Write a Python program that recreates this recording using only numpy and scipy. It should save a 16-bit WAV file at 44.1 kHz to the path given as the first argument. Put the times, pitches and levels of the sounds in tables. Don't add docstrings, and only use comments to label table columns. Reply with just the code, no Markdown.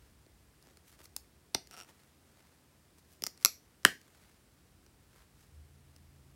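import sys
import numpy as np
from scipy import signal
from scipy.fft import rfft, irfft
from scipy.io import wavfile

SR = 44100
rng = np.random.default_rng(int(sys.argv[2]) if len(sys.argv) > 2 else 0)


def waveform_to_disk(signal):
    frames = np.transpose(np.atleast_2d(signal))
    scaled = np.clip(frames, -1, 1) * 32767
    samples = np.round(scaled).astype(np.int16)
    wavfile.write(sys.argv[1], SR, samples)


N = 280035

# f/Hz, level/dB
AIR_SPECTRUM = [(15, -40.5), (28, -17.5), (42, -8.5), (58, -0.5), (85, -3), (130, -8.5), (200, -10),
                (330, -12), (530, -18.5), (840, -21.5), (1700, -24), (3700, -28), (5200, -27.5),
                (6500, -30.5), (8200, -28), (12200, -31.5), (13600, -33.5), (15500, -33)]
# t/s, level/dB
RUMBLE_CURVE = [(0, 2), (.4, 3.5), (.7, -4), (1.25, 0), (1.9, -6.5), (2.7, -4.5), (4.3, -3), (5.0, 2),
                (6.35, 3)]
# f/Hz, level/dB once risen, extra level/dB in the surge
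HUM_TONES = [(79.8, -64.5, 11.5), (137, -67, 2), (200, -78, -4)]
# f/Hz, T60/s
TAIL_DECAY = [(100, 0.23), (400, 0.25), (1000, 0.1265), (2000, 0.2348), (3200, 0.2164), (5000, 0.27),
              (10000, 0.2), (16000, 0.26)]
# f/Hz, level/dB
TAIL_SPECTRUM = [(60, 4.5), (200, 6), (400, 3), (700, 6.5), (1500, 0.5), (2300, 3), (3100, 0.5), (4200, 0),
                 (6000, -1), (9000, -1), (16000, -2.5)]
# delay/ms, level/dB
REFLECTIONS = [(5.8, -33), (10.4, -28), (17.6, -28.5)]
# f/Hz, level/dB
RUB_SPECTRUM = [(200, -1), (600, 2.5), (1500, 5), (3000, -0.5), (5500, -1), (9000, -2.5), (12000, -4.5),
                (16000, -8.5)]
# peak t/s, swell/s, level/dB, tilt/(dB/octave)
FINGER_STROKES = [(.05, 0.076, -76, -1), (.68, 0.078, -73.5, -1), (.89, 0.029, -64.5, 2.5),
                  (0.941, 0.027, -65, 0.5), (1.008, 0.017, -59.5, -.5), (1.051, 0.02, -58.5, 3),
                  (1.80, 0.05, -62, -2.5), (1.895, .02, -63, -2), (2.0, 0.13, -73, -1),
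                  (2.42, 0.19, -73.5, -2), (2.99, 0.014, -69, 3.5), (3.14, 0.053, -69.5, 3.5),
                  (3.426, 0.032, -62.5, 2), (4.221, 0.17, -70, -0.5), (5.19, 0.058, -67.5, -1),
                  (5.421, 0.049, -70.5, 1)]
# t/s, level/dB, brightness/Hz
LIGHT_TICKS = [(.264, -23, 1000), (.626, -31, 12000), (0.6707, -21.5, 1400), (0.7088, -24, 1100),
               (.7717, -23.5, 5000), (1.003, -24, 1000), (1.0556, -23.5, 9000), (1.672, -21.5, 4000),
               (3.376, -23.5, 4520), (3.4266, -20.5, 4980), (3.8325, -25, 3010), (4.0146, -30, 11970),
               (4.8639, -24, 2200), (5.9629, -22, 3180)]
# t/s, rate/(slips/s), level/dB
HINGE_BEND = [(1.711, 162, -20.5), (1.718, 223, -33), (1.74, 210, -22.5), (1.754, 182, -31),
              (1.757, 57, -28), (1.777, 171, -20), (1.792, 215, -23.5), (1.804, 104, -18), (1.848, 68, -31)]
# f/Hz, width/Hz, level/dB
TUBE_MODES = [(87.7, 86, -13.5), (165, 110, -5.5), (263, 64, 1), (373, 78, 1), (483, 160, -3.5),
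              (660, 170, -7.5)]
RIM_MODES = [(712, 300, -9.5), (1290, 160, -7.5), (2050, 270, -8), (2880, 600, -10.5), (4155, 550, -4),
             (5200, 1100, 0.5), (6900, 850, -6.5), (8500, 1100, -6.5), (10757, 1800, -8.5),
             (14900, 2900, -9.5)]
HINGE_MODES = [(700, 145, 1), (1333, 93, 9), (1940, 630, -25), (2770, 400, 2.5), (4450, 390, -7),
               (5600, 190, 9), (7300, 1300, -9), (9500, 770, -4), (13500, 3900, -6)]
LID_MODES = [(114, 210, -8.5), (674, 260, -3.5), (903, 88, 0.5), (1290, 124, -6), (2050, 550, -8.5),
             (2856, 550, -13.5), (3590, 200, -2), (4860, 390, 3), (6130, 450, -5), (8530, 480, -9.5),
             (11570, 1000, -23), (13000, 1700, -21)]
LATCH_MODES = [(650, 232.6, -17), (1132, 260, -9), (1372, 143, -3.5), (2210, 220, -13), (2610, 270, -10),
               (4230, 250, 1), (5326, 920, -6.5), (5893, 310, 1.5), (7660, 700, -6), (8683, 790, -21),
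               (11400, 1700, -8.5), (12464, 1420, -10.5)]
CLOSED_CAP_MODES = [(1006, 110, -15), (1380, 310, -2.5), (1630, 310, 1.5), (1981, 280, -12),
                    (2126, 300, -14.5), (3100, 270, -9.5), (4291, 380, -13), (5400, 640, -14),
                    (7300, 820, -16), (8700, 1300, -15.5), (11485, 2300, -24), (14500, 1630, -24.5)]
# t/s, level/dB, scrape/ms, brightness/Hz, tube knock/dB re level
RIM_CONTACTS = [(1.1640, -6.5, 1, 12000, -10), (1.1651, -5.5, 1, 11900, -12.5), (3.2216, -7.5, .8, 5840, 6),
                (3.2372, -9.5, .8, 13810, -3.5), (3.2381, 2.5, .7, 7700, -13.5),
                (3.2659, -3, .9, 9000, -11), (3.2698, -5.5, .4, 9080, -5.5)]
OPEN_CONTACTS = [(1.5444, -6, 1.4, 2500, -8), (1.5472, 5.5, 0.4, 11900, -5.5), (1.5479, 6.5, 3.2, 12000, 1)]
LATCH_CONTACTS = [(3.4488, 19.2, 0.65, 16000, -18), (3.4581, 11, 0.602, 15980, -17.5)]
SEAT_CONTACTS = [(3.8498, 21.84, .7, 14220, -17), (3.8508, 29.63, 0.82, 4497, -12)]
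# f/Hz, level/dB re the contact
CRACK_SPECTRUM = [(500, -29), (2300, -16.5), (6000, -20), (12000, -18.5), (16000, -25)]


def from_db(db):
    return 10 ** (np.asarray(db) / 20)


def unit_rms(x):
    return x / np.sqrt(np.mean(x ** 2) + 1e-20)


def at_hz(points, hz):
    points_hz, values = np.transpose(points)
    return np.interp(np.log(np.maximum(hz, 1)), np.log(points_hz), values)


def coloured(x, spectrum):
    hz = np.fft.rfftfreq(len(x), 1 / SR)
    return irfft(rfft(x) * from_db(at_hz(spectrum, hz)), len(x))


def drift(rate_hz):
    hz = np.fft.rfftfreq(N, 1 / SR)
    return unit_rms(irfft(rfft(rng.standard_normal(N)) / (1 + (hz / rate_hz) ** 2), N))


def air(level_db=-65, swell_db=1.0):
    noise = from_db(level_db) * unit_rms(coloured(rng.standard_normal(N), AIR_SPECTRUM))
    rumble = signal.sosfiltfilt(signal.butter(2, 120, fs=SR, output="sos"), noise)
    rumble_db = np.interp(np.arange(N) / SR, *np.transpose(RUMBLE_CURVE)) + swell_db * drift(5)
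    return noise + rumble * (from_db(rumble_db) - 1)


def hum(waver_db=1.2, wander_hz=0.4):
    early_db, rise_at_s, rise_s = -13, 5.5, 0.05
    surge_at_s, surge_half_s, sag_ratio = 5.595, 0.06, 0.045
    t = np.arange(N) / SR
    surge = np.exp(-((t - surge_at_s) / surge_half_s) ** 2)
    tones = 0
    for hz, db, surge_db in HUM_TONES:
        pitch_hz = hz * (1 - sag_ratio * surge) + wander_hz * drift(4.2)
        gain = from_db(db + surge_db * surge + waver_db * drift(4))
        tones += np.sqrt(2) * gain * np.sin(2 * np.pi * np.cumsum(pitch_hz) / SR)
    before_rise = (1 - np.tanh((t - rise_at_s) / rise_s)) / 2
    return tones * from_db(early_db * before_rise)


def room(build_s, tail_db=-17):
    t = np.arange(SR // 2) / SR
    hz = np.fft.rfftfreq(len(t), 1 / SR)
    diffuse = rfft(coloured(rng.standard_normal(len(t)), TAIL_SPECTRUM))
    edges_hz, tail = np.geomspace(40, 20000, 13), 0
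    for low, high in zip(edges_hz, edges_hz[1:]):
        band = irfft(diffuse * ((hz >= low) & (hz < high)), len(t))
        t60_s = at_hz(TAIL_DECAY, np.sqrt(low * high))
        tail += band * from_db(-60 * t / t60_s)
    tail *= 1 - np.exp(-(t / build_s) ** 2)
    response = from_db(tail_db) * tail / np.linalg.norm(tail)
    for delay_ms, db in REFLECTIONS:
        response[int(delay_ms * SR / 1000)] += from_db(db)
    return response


def rubbing(grip_db=-79.5, grain_db=3.5, grain_hz=200.4, release_ratio=0.7):
    catches = rng.standard_normal(N) * from_db(grain_db * drift(grain_hz))
    grains = unit_rms(coloured(catches, RUB_SPECTRUM))
    rustle = from_db(grip_db) * grains
    t = np.arange(N) / SR
    for peak_s, swell_s, db, tilt_db_per_octave in FINGER_STROKES:
        progress = (t - peak_s) / np.where(t < peak_s, swell_s, swell_s * release_ratio)
        near = np.abs(progress) < 3
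        tilt = [(500, 0), (16000, tilt_db_per_octave * np.log2(16000 / 500))]
        envelope = from_db(db) * np.exp(-progress[near] ** 2)
        rustle[near] += envelope * unit_rms(coloured(grains[near], tilt))
    return rustle


def contact_force(contacts, grit):
    force = np.zeros(N)
    t_ms = np.arange(SR // 100) * 1000 / SR
    for at_s, db, scrape_ms, bright_hz, *_ in contacts:
        scrape = rng.standard_normal(len(t_ms)) * np.exp(-t_ms / scrape_ms)
        pulse = grit * scrape / np.linalg.norm(scrape)
        pulse[0] = 1
        pole = np.exp(-2 * np.pi * bright_hz / SR)
        softened = signal.lfilter([1 - pole], [1, -pole], pulse)
        start = int(at_s * SR)
        force[start:start + len(t_ms)] += from_db(db) * softened / np.hypot(1, grit)
    return force


def ring(force, modes, travel_ms):
    response = np.zeros(SR // 10)
    for k, (hz, width_hz, db) in enumerate(modes):
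        radius = np.exp(-np.pi * width_hz / SR)
        feedback = [1, -2 * radius * np.cos(2 * np.pi * hz / SR), radius ** 2]
        lag = int(travel_ms * SR / np.sqrt(1000 * hz))
        mode = signal.lfilter([1, 0, -1], feedback, signal.unit_impulse(len(response), lag))
        response += (-1) ** k * from_db(db) * (1 - radius ** 2) / 2 * mode
    return signal.oaconvolve(force, response)[:N]


def snaps(contacts, modes, grit, travel_ms):
    force = contact_force(contacts, grit)
    knocks = [(at_s, db + knock_db, ms, hz) for at_s, db, ms, hz, knock_db in contacts]
    recoil = contact_force(knocks, grit=0.12)
    return ring(force, modes, travel_ms) + ring(recoil, TUBE_MODES, travel_ms=0.6)


def rim_ticks(scrape_ms=1.2, hard_hz=9947, hard_knock_db=-4, knock_db_per_octave=3):
    ticks = []
    for at_s, db, bright_hz in LIGHT_TICKS:
        knock_db = hard_knock_db + knock_db_per_octave * np.log2(hard_hz / bright_hz)
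        ticks.append((at_s, db, scrape_ms, bright_hz, knock_db))
    return snaps(RIM_CONTACTS + ticks, RIM_MODES, grit=0.9, travel_ms=0.63)


def hinge(jitter_s=0.0002, scrape_ms=0.8, bright_hz=6000, knock_db=-3):
    bend_s, slips_per_s, bend_db = np.transpose(HINGE_BEND)
    t = np.arange(bend_s[0], bend_s[-1], 1 / SR)
    steps = np.cumsum(np.interp(t, bend_s, slips_per_s)) / SR
    slips = []
    for due_s in np.interp(np.arange(np.ceil(steps[-1])), steps, t):
        at_s = due_s + jitter_s * rng.standard_normal()
        slips.append((at_s, np.interp(due_s, bend_s, bend_db), scrape_ms, bright_hz, knock_db))
    return snaps(slips, HINGE_MODES, grit=0.7, travel_ms=0.78)


def plug_crack():
    return coloured(contact_force(SEAT_CONTACTS[-1:], grit=0.1), CRACK_SPECTRUM)


def cap():
    opening = snaps(OPEN_CONTACTS, LID_MODES, grit=0.72, travel_ms=0.79)
    latching = snaps(LATCH_CONTACTS, LATCH_MODES, grit=0.75, travel_ms=0.8)
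    seating = snaps(SEAT_CONTACTS, CLOSED_CAP_MODES, grit=0.2, travel_ms=0.3)
    return opening + latching + seating


def scene():
    background = hum() + air()
    walls, side_walls = room(build_s=0.0053), room(build_s=0.0042)
    sideways = signal.fftconvolve(plug_crack(), side_walls)[:N]
    handling = cap() + rim_ticks() + rubbing() + hinge()
    reverb = signal.fftconvolve(handling, walls)[:N]
    return (background + sideways + reverb + handling)[None]


def record(dry):
    low_cut_hz, high_cut_hz = 38.4, 16200
    thinned = signal.sosfilt(signal.butter(4, low_cut_hz, "high", fs=SR, output="sos"), dry)
    clipped = np.clip(thinned, -1, 1)
    return signal.fftconvolve(clipped, signal.firwin(151, high_cut_hz, fs=SR)[None], "same")


dry = scene()
out = record(dry)
waveform_to_disk(out)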